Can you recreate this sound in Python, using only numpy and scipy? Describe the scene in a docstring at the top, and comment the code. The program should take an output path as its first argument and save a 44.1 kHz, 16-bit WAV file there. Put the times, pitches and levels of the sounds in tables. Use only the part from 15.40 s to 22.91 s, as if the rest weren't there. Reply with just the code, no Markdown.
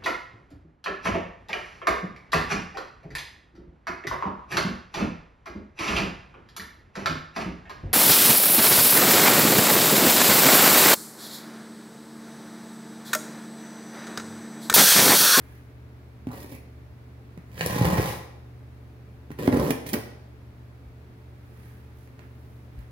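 """A blade cuts the packing tape of a cardboard box, close to a stereo microphone in a wood-floored room.
It skims the seam, then makes two long strokes, the second catching once, and two short flicks.
Sticking and slipping, it drums the hollow box, tears fibres and rasps the tape; now and then it knocks
into the board or the tape snaps. Afterwards the box is quietly turned.
In the background a household appliance hums throughout."""
import sys
import numpy as np
from scipy import signal
from scipy.fft import rfft, irfft
from scipy.io import wavfile
from scipy.ndimage import uniform_filter1d, map_coordinates

SR = 44100
rng = np.random.default_rng(int(sys.argv[2]) if len(sys.argv) > 2 else 0)


def pcm_store(signal):
    """Save signal as 16-bit PCM."""
    levels = np.round(np.clip(np.atleast_2d(signal), -1, 1) * 32767)
    wavfile.write(sys.argv[1], SR, levels.astype(np.int16).T)


N = 331191
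TIME = np.arange(N) / SR

# Event levels are relative: each source's function adds its own trim.
# strokes of the blade (up to speed at [s], length [s], rise [s], fall [s],
# hardest press [share of length], drumming [dB], fibres [dB], tape [dB])
STROKES = [(0.914, .12, 0.0057, 0.027, .25, -45, -50, -50.5),
           (1.104, 0.045, .012, 0.0095, .5, -43.5, -55, -50),
           (2.211, .49, 0.034, 0.047, 0.54, -23.5, -33, -39),
           (3.99, 0.079, 0.0045, 0.0025, 1, -31, -40.5, -46.5),
           (4.132, 0.18, 0.025, 0.0094, 0.034, -21, -39.5, -41.5),
           (4.465, 0.033, 0.003, 0.0021, 0.67, -38.5, -42, -38.5),
           (4.533, 0.043, 0.005, 0.0086, .3, -28.5, -47, -49)]
# the blade knocks into the board (time [s], level [dB], pitch of the kick [Hz])
KNOCKS = [(0.8702, -26, 260), (0.889, -36.5, 150), (1.045, -37.5, 407), (1.976, -35.5, 180),
          (2.363, -21, 202), (2.413, -14, 193), (2.464, -24, 195), (2.531, -19, 170), (2.584, -13.5, 132),
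          (2.598, -20, 377), (3.905, -35, 384), (3.917, -33, 120), (3.99, -32, 400), (4.0782, -12, 410),
          (4.089, -20.5, 239), (4.137, -16.5, 188), (4.192, -22, 160), (4.312, -23.5, 248),
          (4.541, -23.5, 196)]
# tape or paper snaps (time [s], level [dB], brightness from papery - to hissing + [dB], rip time [s])
SNAPS = [(2.178, -45.5, -9.5, 0.0014), (2.2095, -32, -12.5, 0.00076), (2.2616, -29, 4.5, 0.00041),
         (2.452, -28, -1.5, 0.00206), (2.58, -33, -8, .0028), (3.915, -48.5, -3, 0.0027),
         (3.988, -42, -4, 0.0029), (4.0753, -34, -5, 0.00087), (4.125, -38, -9, 0.0012),
         (4.306, -25.5, -1.5, 0.0022), (4.31, -39, -1, 0.00252), (4.5323, -36, 11, 0.0015),
         (4.5376, -26.5, -2.5, 0.0029), (6.2575, -61, -3, .0006), (6.675, -60, -3, .0006),
         (6.7927, -55.5, -8.5, 0.00051), (7.39, -61, 0, 0.00091)]
# where the blade bears (time [s], position [0 rim to 1 lid])
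BLADE_PLACE = [(1.2, .8), (1.9, 0), (3, 0), (3.9, 1)]
# the blade passes the microphone from left to right (start [s], end [s])
PASSES = [(.87, 1.1), (2.2, 3.4), (4.0, 4.23)]
# light rubbing (time [s], length [s], rise and fall [s], paper [dB], tape [dB])
RUBS = [(0, 0.17, 0.06, -55.5, -63.5), (6.214, 0.073, 0.15, -56.5, -62), (6.574, 0.076, 0.019, -71, -66),
        (6.796, 0.056, 0.024, -55.5, -74), (7.0, 0.17, 0.12, -74, -69), (7.387, .03, 0.039, -55.5, -67)]
# soft bumps of the box (time [s], level [dB])
BUMPS = [(5.46, -40), (7.373, -30)]
# modes of the box (frequency [Hz], width [Hz], blade at the rim [dB], blade on the lid [dB])
BOX_MODES = [(84, 30, -7, -14), (123, 16, 2, -1), (159, 16, -19, 1), (175, 16, 4, -14), (252, 18, -18, 4),
             (291, 18, -20, 2), (318, 30, -10, -13), (380, 30, -14, -6), (447, 30, -14, -5),
             (512, 45, -9, -14), (575, 50, -22, -14), (680, 70, -21, -28), (830, 90, -15, -30),
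             (1020, 120, -16, -27)]
# spectra of board, tearing fibres, tape, cracking paper, scuffed paper and air (frequency [Hz], level [dB])
BOARD = [(25, -54), (55, -3.5), (90, -3.5), (300, -4), (1100, 1.5), (1500, 2), (2500, -7), (6000, -47)]
FIBRES = [(200, -24), (800, -10.5), (1400, -14), (1880, 4.5), (2130, -2), (2330, -0.5), (2700, -6),
          (3600, -8.5), (5600, -12.5), (7200, -17), (16000, -37)]
TAPE = [(500, -44), (3000, -2.5), (6000, -1), (8000, -8), (10000, 3.5), (12000, -1.5), (15500, 1),
        (18000, -24)]
CRACK = [(150, -37), (600, -3), (1300, 2), (1800, 11), (2350, 7), (2900, 1), (3500, -6), (4300, -6),
         (6500, -12.5), (8000, -19.5), (16000, -32)]
SCUFF = [(80, -7), (200, 10), (330, 2.5), (500, -7), (700, -9), (950, -8), (1300, -1.5), (2000, 1),
         (2900, -9.5), (4500, -18.5), (7000, -32), (16000, -38)]
AIR = [(20, -26), (40, -10), (60, 0.5), (110, 0), (180, -7.5), (240, -4.5), (330, -11), (700, -16),
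       (1400, -21.5), (2300, -24.5), (3000, -30.5), (4300, -33), (8000, -42.5), (12000, -39.5),
       (16000, -40)]
# shading of the direct sound at the far, left microphone port (frequency [Hz], gain [dB])
LEFT_SHADE = [(100, -1), (600, 0), (2000, -16), (5000, -8), (12000, -2)]
# diffuse sound at the two ports (frequency [Hz], left-right likeness [0 to 1])
COHERENCE = [(25, 0.6), (60, 0.62), (180, 0.97), (350, 0.67), (700, 0.14), (1500, 0), (16000, 0)]
# decay of the room (frequency [Hz], time to fall 60 dB [s])
ROOM_T60 = [(100, 0.44), (400, 0.87), (2000, 0.67), (5000, 0.66), (10000, 0.43), (16000, 0.32)]
# reverberation at the microphone (frequency [Hz], level over the direct sound [dB])
ROOM_WET = [(100, -8), (300, -5.5), (800, -1), (2000, -3.5), (6000, -4), (16000, 1)]
# motor and mains lines of the appliance (frequency [Hz], rms level [dB])
HUM = [(73.2, -50.5), (92, -64), (120, -49), (269.5, -67), (293, -68.5), (360.5, -67.5), (436, -66),
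       (597.5, -74.5)]


def cutting(fibre_db=-3, tape_db=-3, judder_db=2, slip_s=0.0018, slip_share=0.73, slip_click=0.53):
    """Each slip of the blade kicks the box, clicks, and lets go a cluster of breaks in fibre and tape."""
    slips = grains(per_s=380, spread_db=3)
    release = steadied(through(abs(slips), np.exp(-TIME[:2000] / slip_s)))
    bite = (1 - slip_share + slip_share * release) * amp(judder_db * drift(per_s=75))
    breaks = unit(bite * grains(per_s=3500, spread_db=4.5)) + slip_click * unit(slips)
    rasp = bite * grains(per_s=4800, spread_db=1)
    drum_gain, fibre_gain, tape_gain = stroke_gains()
    drum = steadied(drummed_box(slips)) * drum_gain
    fibres = steadied(through(breaks, colour(FIBRES))) * fibre_gain
    tape = steadied(through(rasp, colour(TAPE))) * tape_gain
    return drum + amp(fibre_db) * fibres + amp(tape_db) * tape


def stroke_gains(ease_db_per_s=43, fibre_share=0.2, quicken_db=2.5):
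    """Drumming and, less so, tearing follow the hand's pressure; the rasp grows as the blade speeds up."""
    drum, fibres, tape = np.zeros((3, N))
    for s, length_s, rise_s, fall_s, hardest, drum_db, fibre_db, tape_db in STROKES:
        moving = envelope(s, length_s, rise_s, fall_s)
        along = np.clip((TIME - s) / length_s, 0, 1)
        press_db = -ease_db_per_s * length_s * abs(along - hardest)
        drum += moving * amp(drum_db + press_db)
        fibres += moving * amp(fibre_db + fibre_share * press_db)
        tape += moving * amp(tape_db + quicken_db * (along - .5))
    return drum, fibres, tape


def drummed_box(force):
    """A running force drums the box, whose tone shifts as the blade moves between rim and lid."""
    lid = blade_place(TIME)
    return through(force * (1 - lid), box_ring(0)) + through(force * lid, box_ring(0.8))


def box_ring(lid):
    """The box rings with a mix of modes set by where the blade bears, from rim (0) to lid (1)."""
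    def gain_at(hz):
        power = sum(amp(rim_db + lid * (lid_db - rim_db)) ** 2 / (1 + (2 * (hz - f) / width) ** 2)
                    for f, width, rim_db, lid_db in BOX_MODES)
        return amp(read(BOARD, hz)) * np.sqrt(power)
    return ring(gain_at)


def blade_place(s):
    """Where the blade bears at time s."""
    return np.interp(s, *np.transpose(BLADE_PLACE))


def knocks(crack_db=-34.5, tick_db=-46, crush_share=0.4):
    """The blade hits the board; crushing grows more slowly than the blow, so heavy knocks are duller."""
    return sum(snag(s, db, crush_share * db + crack_db, crush_share * db + tick_db, hz, rip_s=.0008)
               for s, db, hz in KNOCKS)


def snaps(recoil_db=3.5, recoil_hz=520):
    """Tape or paper gives way, and the recoil kicks the box."""
    return sum(snag(s, db + recoil_db, db - bright_db, db + bright_db, recoil_hz, rip_s)
               for s, db, bright_db, rip_s in SNAPS)


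def snag(s, thump_db, crack_db, tick_db, hz, rip_s, boost_db=3, cycles=0.69, punch=0.71, contact_s=0.00026):
    """One brief kick on the box, with a rip of paper and tape that swells and dies."""
    out, t = np.zeros(N), TIME[:1500]
    kick = np.sin(2 * np.pi * hz * t) * np.exp(-t * hz / cycles)
    paper_rip, tape_rip = rng.standard_normal((2, len(t))) * t * np.exp(-t / rip_s)
    thud = struck(through(kick, box_ring(blade_place(s))))
    jolt = through(np.diff(kick, prepend=0), np.exp(-t / contact_s))  # the lid jumps before the box rings
    add(thud, 0, punch * struck(jolt))
    add(out, s, amp(thump_db + boost_db) * struck(thud))
    add(out, s - rip_s / 2, amp(crack_db) * struck(through(paper_rip, colour(CRACK))))
    add(out, s - rip_s / 2, amp(tick_db) * struck(through(tape_rip, colour(TAPE))))
    return out


def skid(s=0.92, level_db=-40.5, ribs_hz=900, width_hz=650):
    """The point rattles over the ribs of the lid without cutting in."""
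    panel = ring(lambda hz: 1 / (1 + (2 * (hz - ribs_hz) / width_hz) ** 2))
    rattle = steadied(through(grains(per_s=700, spread_db=4), panel))
    return amp(level_db) * rattle * envelope(s, 0, rise_s=0.022, fall_s=0.016)


def squeak(s=1.147, level_db=-46.5, hz=2325, sag_hz_per_s=3500, jitter=0.077):
    """Fast, uneven stick and slip of steel on tape, sagging as the blade slows."""
    pitch = (hz - sag_hz_per_s * (TIME - s)) * (1 + jitter * drift(per_s=730))
    gain = envelope(s, 0, rise_s=.022, fall_s=.022) * amp(level_db + 3 * drift(per_s=160))
    return gain * np.sin(2 * np.pi * np.cumsum(pitch) / SR)


def handling(trim_db=-4, bump_hz=58, bump_s=0.014):
    """Fingers and the flat of the blade brush paper and tape, and the box bumps softly."""
    paper = steadied(through(grains(per_s=2000, spread_db=0), colour(SCUFF)))
    tape = steadied(through(grains(per_s=2700, spread_db=5), colour(TAPE)))
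    out = sum(envelope(s, length_s, swell_s, swell_s) * (amp(paper_db) * paper + amp(tape_db) * tape)
              for s, length_s, swell_s, paper_db, tape_db in RUBS)
    t = TIME[:8000]
    bump = t / bump_s * np.exp(1 - t / bump_s) * np.sin(2 * np.pi * bump_hz * t)
    for s, db in BUMPS:
        add(out, s, amp(db) * bump)
    return amp(trim_db) * out


def room(direct, spilled, port_delay_s=0.000253, shift_per_s=4, tails=4):
    """The direct sound reaches the left port late and shaded; the reflections keep shifting."""
    late = map_coordinates(direct, [(TIME - port_delay_s) * SR], order=3)
    left = irfft(rfft(late) * amp(read(LEFT_SHADE, np.fft.rfftfreq(N, 1 / SR))), N)
    out = np.array([left, direct])
    for k in range(tails):
        share = np.maximum(np.cos(2 * np.pi * (shift_per_s * TIME - k / tails)), 0)  # squares sum to 1
        out += [through(spilled * share, tail) for tail in room_tail()]
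    return out


def travel(pair, start_db=3.5, end_db=-0.8, above_hz=1000):
    """The treble moves from left to right as the blade runs along the seam past the microphone."""
    left_over_right_db = np.interp(TIME, np.ravel(PASSES), [start_db, end_db] * len(PASSES))
    gains = amp(np.array([left_over_right_db, -left_over_right_db]) / 2)
    treble = signal.lfilter(*signal.butter(1, above_hz, "high", fs=SR), pair)
    return pair + treble * (gains - 1)


def room_tail(early_db=1, early_s=0.017, taps_per_s=8000, gap_s=.003, size=32768):
    """Dense reflections of random sign, each band dying at its own speed: one response a port."""
    t = TIME[:size]
    taps = rng.choice([-1., 1.], (2, size)) * (rng.random((2, size)) < taps_per_s / SR) * (t > gap_s)
    taps *= 1 + amp(early_db) * np.exp(-t / early_s)
    hz, when, bands = signal.stft(taps, SR, nperseg=256)
    decay = amp(-60 * when / read(ROOM_T60, hz)[:, None])
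    tail = signal.istft(bands * decay, SR, nperseg=256)[1][:, :size]
    return diffuse(tail / np.linalg.norm(tail, axis=1, keepdims=True), ROOM_WET)


def appliance(air_db=-51.5, waver_db=0.95):
    """In the background, motor and mains lines waver slightly over a soft rush of air."""
    air = unit(diffuse(rng.standard_normal((2, N)), AIR)) * amp(air_db + 0.083 * drift(per_s=14))
    hum = np.zeros(N)
    for hz, db in HUM:
        peak = np.sqrt(2) * amp(db + waver_db * drift(per_s=9.5))
        hum += peak * np.sin(2 * np.pi * (hz * TIME + rng.random()) + 0.075 * drift(per_s=2.01))
    return air + hum


def diffuse(pair, spectrum):
    """Colours two unrelated signals and makes them alike in the bass, as at two close ports."""
    size = pair.shape[1]
    hz, (a, b) = np.fft.rfftfreq(size, 1 / SR), rfft(pair)
    same = read(COHERENCE, hz)
    mid, side = a * np.sqrt((1 + same) / 2), b * np.sqrt((1 - same) / 2)
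    return irfft(np.array([mid + side, mid - side]) * amp(read(spectrum, hz)), size)


def grains(per_s, spread_db):
    """A random train of tiny breaks; with a wide spread, a few are much larger than the rest."""
    size = amp(spread_db * np.minimum(rng.exponential(1, N), 4)) * rng.choice([-1, 1], N)
    return size * (rng.random(N) < per_s / SR)


def envelope(s, length_s, rise_s, fall_s):
    """Swells up to time s, holds at 1, and dies away."""
    early, late = np.maximum(s - TIME, 0), np.maximum(TIME - s - length_s, 0)
    return np.exp(-np.minimum(early / rise_s + late / fall_s, 20))


def drift(per_s):
    """A random wander of rms 1."""
    knots = np.arange(0, TIME[-1] + 1, 1 / per_s)
    return unit(np.interp(TIME, knots, rng.standard_normal(len(knots))))


def steadied(x, size=1500):
    """Holds the short-time power at 1, so that the hand alone sets the level."""
    power = uniform_filter1d(uniform_filter1d(x ** 2, size), size // 2)
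    return x / np.sqrt(abs(power) + 1e-3 * np.mean(x ** 2))


def struck(sound):
    """Scales a hit to the energy of 5 ms at level 1."""
    return sound * np.sqrt(220 / np.sum(sound ** 2))


def ring(gain_at, size=8192):
    """Causal impulse response of energy 1 with the given gain over frequency."""
    log_gain = np.log(gain_at(abs(np.fft.fftfreq(size, 1 / SR))) + 1e-6)
    response = np.fft.ifft(np.exp(np.conj(signal.hilbert(log_gain)))).real[:size // 2]
    return response / np.linalg.norm(response)


def colour(spectrum):
    """Impulse response with the given spectrum."""
    return ring(lambda hz: amp(read(spectrum, hz)))


def through(x, response):
    """Filters x by an impulse response."""
    return signal.oaconvolve(x, response)[:N]


def read(points, hz):
    """Reads a table on a log-frequency axis."""
    f, value = np.transpose(points)
    return np.interp(np.log(hz + 1), np.log(f + 1), value)


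def add(mix, s, sound):
    """Mixes a sound in at time s."""
    part = mix[max(round(s * SR), 0):][:len(sound)]
    part += sound[:len(part)]


def amp(db):
    """Decibels to gain."""
    return 10 ** (np.asarray(db) / 20)


def unit(x):
    """Scales to rms 1."""
    return x / np.sqrt(np.mean(x ** 2) + 1e-20)


def scene(snag_room_db=-3):
    """Blade and box near the microphone, the humming room behind."""
    sliding = cutting() + skid() + squeak() + handling()
    sudden = knocks() + snaps()
    spilled = sliding + amp(snag_room_db) * sudden  # snags face the microphone and stir the room less
    return travel(room(sliding + sudden, spilled)) + appliance()


def record(dry):
    """The recorder's band limit."""
    lowpass = signal.firwin(511, cutoff=15950, window=("kaiser", 9), fs=SR)
    return signal.oaconvolve(dry, lowpass[None], "same")


dry = scene()
out = record(dry)
pcm_store(out)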